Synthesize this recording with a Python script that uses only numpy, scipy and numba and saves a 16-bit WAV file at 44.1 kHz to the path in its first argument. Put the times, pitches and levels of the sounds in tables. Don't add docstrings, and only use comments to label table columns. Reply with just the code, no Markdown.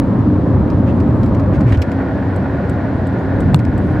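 import sys
import numpy as np
from scipy import signal
from scipy.fft import rfft, irfft
from scipy.io import wavfile
from scipy.ndimage import uniform_filter1d
from numba import njit

SR = 44100
rng = np.random.default_rng(int(sys.argv[2]) if len(sys.argv) > 2 else 0)


def master_out(mix):
    frames = np.transpose(np.atleast_2d(mix))
    ceiling = np.clip(frames, -1, 1)
    pcm = np.round(ceiling * 32767).astype(np.int16)
    wavfile.write(sys.argv[1], SR, pcm)


N = 176400

# f/Hz, level/dB
SIDE_SPECTRUM = [(60, -16.5), (250, -19), (500, -12.5), (1000, -8.5), (2000, -9), (5000, -4.5),
                 (12000, -9.5)]
# t/s, boom level/dB, panel level/dB
ROAD_SHAKE = [(0, -16.5, -15.5), (.42, -16, -13.5), (.56, -10, -15), (0.799, -15, -14), (1.25, -14.5, -14),
              (1.45, -14.5, -17), (1.62, -13.5, -14.5), (1.78, -15, -21), (1.87, -20.5, -20.5),
              (3.25, -19.5, -20.5), (3.38, -15, -18), (3.48, -11, -16), (3.62, -13, -16.5),
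              (3.85, -17, -16), (4, -14, -19.5)]
# f/Hz, width/Hz, level/dB
BOOM_MODES = [(61, 25, -9), (77.4, 14, -3.5), (93.2, 11.8, 0), (115.3, 36, -2)]
PANEL_MODES = [(163, 92, -1.5), (191, 52, -0.5), (234, 85, -2.5), (288.7, 56, -0.5), (323.5, 215, -11)]
TREAD_MODES = [(1445, 55, 0), (1710, 130, -6), (1865, 60, -6)]
# f/Hz, relative level/dB
DECK_SPECTRUM = [(220, -34.5), (380, -6), (465, -18.5), (508, -4.5), (753, -15.5), (1040, -16), (1470, -25),
                 (1740, -27), (2600, -43.5), (3380, -79), (5720, -120)]
ASPHALT_SPECTRUM = [(220, -30.5), (380, 1.5), (439, -7.5), (476, -1), (546, -1.5), (1040, -11),
                    (1280, -17.5), (1470, -12.5), (1880, -18.5), (2600, -32), (3380, -51.5), (5720, -120)]
AIR_SPECTRUM = [(2600, 5), (4000, -2), (6300, -17), (7800, -20), (9500, -26), (11500, -25.5),
                (16000, -36.5)]
# t/s, level/dB
TRIM_CLICKS = [(0.7, -38), (1.001, -38), (1.231, -36.5), (1.26, -42), (1.346, -39), (1.396, -39.5),
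               (1.606, -36), (1.772, -38.5), (1.818, -23.5), (1.916, -36.5)]
SETTLE_CLICKS = [(3.591, -30), (3.599, -35), (3.651, -29)]
# t/s, length/s, level/dB, f/Hz
TRIM_CREAKS = [(.858, .062, -39, 2700), (1.528, .045, -36, 1750), (1.664, .055, -34, 2000),
               (1.72, .013, -25, 1850), (1.728, .034, -33, 3000)]
# t/s, length/s, level/dB, f/Hz
HIGH_SQUEAKS = [(.94, .11, -70, 7000), (1.06, .23, -66, 7400), (1.78, .16, -71, 7100),
                (3.14, .13, -70, 6550)]
# t/s, f/Hz, level/dB
SEAM_HITS = [(1.614, 195, -10), (1.661, 112, -4), (1.724, 89, -4.5), (1.773, 86, -3.5)]
# f/Hz, relative level/dB
RATTLE_SPECTRUM = [(700, -22.5), (1500, -8), (2200, 13.5), (3400, 0), (5000, 1.5), (6400, -7), (7700, -6.5),
                   (10000, -17.5), (12000, -12.5), (16500, -32.5)]
CREAK_SPECTRUM = [(900, 3), (1900, 4), (4200, -11.5), (12000, -29), (16500, -42)]
RELAY_SPECTRUM = [(3000, 1), (6300, -12), (8200, -0.5), (9700, -13), (11000, -8), (13500, -19),
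                  (17000, -21)]
KNOCK_SPECTRUM = [(400, 1.5), (950, 3.5), (1700, -5.5), (2400, -4), (3450, -7), (6300, -22), (7600, -14.5),
                  (10500, -25), (12200, -24), (16500, -42)]

T_S = np.arange(N) / SR
F_HZ = np.maximum(np.arange(N // 2 + 1) * SR / N, 1)


def undb(db):
    return 10 ** (np.asarray(db) / 20)


def unit(x):
    return x / np.sqrt(np.mean(x ** 2))


def colour(spectrum):
    hz, db = np.array(spectrum, float).T
    return undb(np.interp(np.log(F_HZ), np.log(hz), db))


def resonances(modes):
    power = 0
    for hz, width_hz, db in modes:
        detuning = (F_HZ ** 2 - hz ** 2) / (F_HZ * width_hz)
        power += (undb(db) / (1 + detuning ** 2)) ** 2
    return np.sqrt(power)


def ring(x, spectrum):
    gain = colour(spectrum) / (1 + (spectrum[0][0] / 2 / F_HZ) ** 2)
    cepstrum = irfft(np.log(unit(gain) + 1e-5), N)
    cepstrum[1:N // 2] *= 2
    cepstrum[N // 2 + 1:] = 0
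    return irfft(rfft(x) * np.exp(rfft(cepstrum)), N)


def cabin_noise(gain):
    mid, side = rfft(rng.standard_normal((2, N))) * gain
    side *= colour(SIDE_SPECTRUM)
    return unit(irfft(np.array([mid + side, mid - side]), N))


def white_noise(side_db):
    mid, side = rng.standard_normal((2, N))
    side *= undb(side_db)
    return unit(np.array([mid + side, mid - side]))


def wander(rate_hz):
    return unit(irfft(rfft(rng.standard_normal(N)) * np.exp(-(F_HZ / rate_hz) ** 2), N))


def steady(x, span_s, amount):
    power = uniform_filter1d(np.mean(x ** 2, axis=0), int(span_s * SR))
    return unit(x / power ** (amount / 2))


def strike(start_s, rise_s, decay_s):
    age_s = np.maximum(T_S - start_s, 0)
    return np.minimum(age_s / rise_s, 1) * np.exp(-np.maximum(age_s - rise_s, 0) / decay_s)


def arch(start_s, length_s):
    return np.sin(np.pi * np.clip((T_S - start_s) / length_s, 0, 1)).clip(0)


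def thud(start_s, hz, rise_s):
    age_s = np.maximum(T_S - start_s, 0)
    return age_s / rise_s * np.exp(1 - age_s / rise_s) * np.sin(2 * np.pi * hz * age_s)


def asphalt_share(bridge_end_s=1.66, fade_s=.4):
    return np.clip((T_S - bridge_end_s) / fade_s + .5, 0, 1)


def body_rumble():
    at_s, boom_db, panel_db = np.array(ROAD_SHAKE).T
    boom = steady(cabin_noise(resonances(BOOM_MODES)), span_s=.22, amount=.32)
    panels = steady(cabin_noise(resonances(PANEL_MODES)), span_s=.36, amount=.64)
    return boom * undb(np.interp(T_S, at_s, boom_db)) + panels * undb(np.interp(T_S, at_s, panel_db))


def tyre_drone(hz=268.26, width_hz=5.6, level_db=-26.5):
    cavity = cabin_noise(resonances([(hz, width_hz, 0)]))
    return undb(level_db) * steady(cavity, span_s=.13, amount=.62)


def tyre_roar(roar_db=-25, tread_db=-41, flutter_db=1.14):
    deck = undb(roar_db) * cabin_noise(colour(DECK_SPECTRUM))
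    asphalt = undb(roar_db) * cabin_noise(colour(ASPHALT_SPECTRUM))
    tread = undb(tread_db) * cabin_noise(resonances(TREAD_MODES))
    share = asphalt_share()
    roar = np.sqrt(1 - share) * deck + np.sqrt(share) * (asphalt + tread)
    return roar * undb(flutter_db * wander(rate_hz=35))


def air_rush(deck_db=-55, asphalt_boost_db=3):
    low_cut = 1 / (1 + (AIR_SPECTRUM[0][0] / F_HZ) ** 4)
    hiss = cabin_noise(colour(AIR_SPECTRUM) * low_cut)
    return hiss * undb(deck_db + asphalt_boost_db * asphalt_share())


def rattles():
    clicks = sum(undb(db) * strike(at_s, rise_s=.001, decay_s=.007) for at_s, db in TRIM_CLICKS)
    settling = sum(undb(db) * strike(at_s, rise_s=.001, decay_s=.002) for at_s, db in SETTLE_CLICKS)
    return ring((clicks + settling) * white_noise(side_db=-6.5), RATTLE_SPECTRUM)


def creaks(slips_per_s=6000, scatter_db=2.5):
    slips = (rng.random(N) < slips_per_s / SR) * undb(scatter_db * rng.standard_normal(N))
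    polarity = np.sign(white_noise(side_db=-6.5))
    scrape = unit(ring(slips * polarity, CREAK_SPECTRUM))
    out = 0
    for start_s, length_s, db, hz in TRIM_CREAKS:
        spot = unit(signal.lfilter(*signal.iirpeak(hz, Q=4, fs=SR), scrape))
        out += undb(db) * np.sqrt(arch(start_s, length_s)) * unit(scrape + spot / 2)
    return out


def squeaks(overtone_ratio=1.56, climb=.05, sag=.05, flicker_db=3.5):
    waver = .014 * wander(rate_hz=18) + .022 * wander(rate_hz=370)
    out = 0
    for start_s, length_s, db, hz in HIGH_SQUEAKS:
        swell = arch(start_s, length_s)
        progress = np.clip((T_S - start_s) / length_s, 0, 1)
        pitch_hz = hz * (1 + climb * swell - sag * progress ** 2 + waver)
        phase = 2 * np.pi * np.cumsum(pitch_hz) / SR
        out += undb(db) * np.sqrt(swell) * (np.sin(phase) + np.sin(overtone_ratio * phase))
    return out * unit(undb(flicker_db * wander(rate_hz=25)))


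def seam_thuds():
    return sum(undb(db) * thud(at_s, hz, rise_s=.0089) for at_s, hz, db in SEAM_HITS)


def indicator(start_s=2.3603, period_s=.7086, on_s=.3345, pull_db=-43, release_db=-39):
    force = 0
    for at_s in np.arange(start_s, N / SR, period_s):
        force += undb(pull_db) * strike(at_s, rise_s=.001, decay_s=.005)
        force += undb(release_db) * strike(at_s + on_s, rise_s=.0013, decay_s=.005)
    return ring(force * white_noise(side_db=-10), RELAY_SPECTRUM)


def bump(at_s=3.5447, rebound_delay_s=.0135, clack_hz=880, clack_decay_s=.002):
    grain = white_noise(side_db=-2.5)
    contact = undb(3) * (np.arange(N) == round(at_s * SR))
    chatter = undb(-7) * strike(at_s, rise_s=.001, decay_s=.0013) * grain
    knock = ring(chatter - contact, KNOCK_SPECTRUM)
    age_s = np.maximum(T_S - at_s, 0)
    clack = undb(-13) * np.exp(-age_s / clack_decay_s) * np.sin(2 * np.pi * clack_hz * age_s)
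    rebound = undb(-35) * strike(at_s + rebound_delay_s, rise_s=.003, decay_s=.0015) * grain
    thump = undb(3.5) * thud(at_s, hz=150, rise_s=.0055)
    return knock - clack + ring(rebound, RELAY_SPECTRUM) + thump


def swish(start_s=3.79, length_s=.18, level_db=-66, hz=9700, width_hz=3500):
    hiss = cabin_noise(resonances([(hz, width_hz, 0)]))
    return undb(level_db) * np.sqrt(arch(start_s, length_s)) * hiss


def scene():
    driving = body_rumble() + tyre_drone() + tyre_roar() + air_rush()
    trim = rattles() + creaks() + squeaks()
    return driving + trim + seam_thuds() + indicator() + bump() + swish()


def record(dry):
    threshold_db, slope, top_hz = -4.5, .51, 15800
    peak = follow_peaks(np.abs(dry).max(axis=0), attack_s=.0014, release_s=.31)
    ducked = dry / np.maximum(peak / undb(threshold_db), 1) ** slope
    clipped = ducked / (1 + ducked ** 8) ** (1 / 8)
    return signal.sosfilt(signal.ellip(8, .2, 70, top_hz, fs=SR, output="sos"), clipped)


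@njit
def follow_peaks(x, attack_s, release_s):
    out, level = np.empty(len(x)), 0.
    for i in range(len(x)):
        lag_s = attack_s if x[i] > level else release_s
        level += (x[i] - level) / (lag_s * SR)
        out[i] = level
    return out


dry = scene()
out = record(dry)
master_out(out)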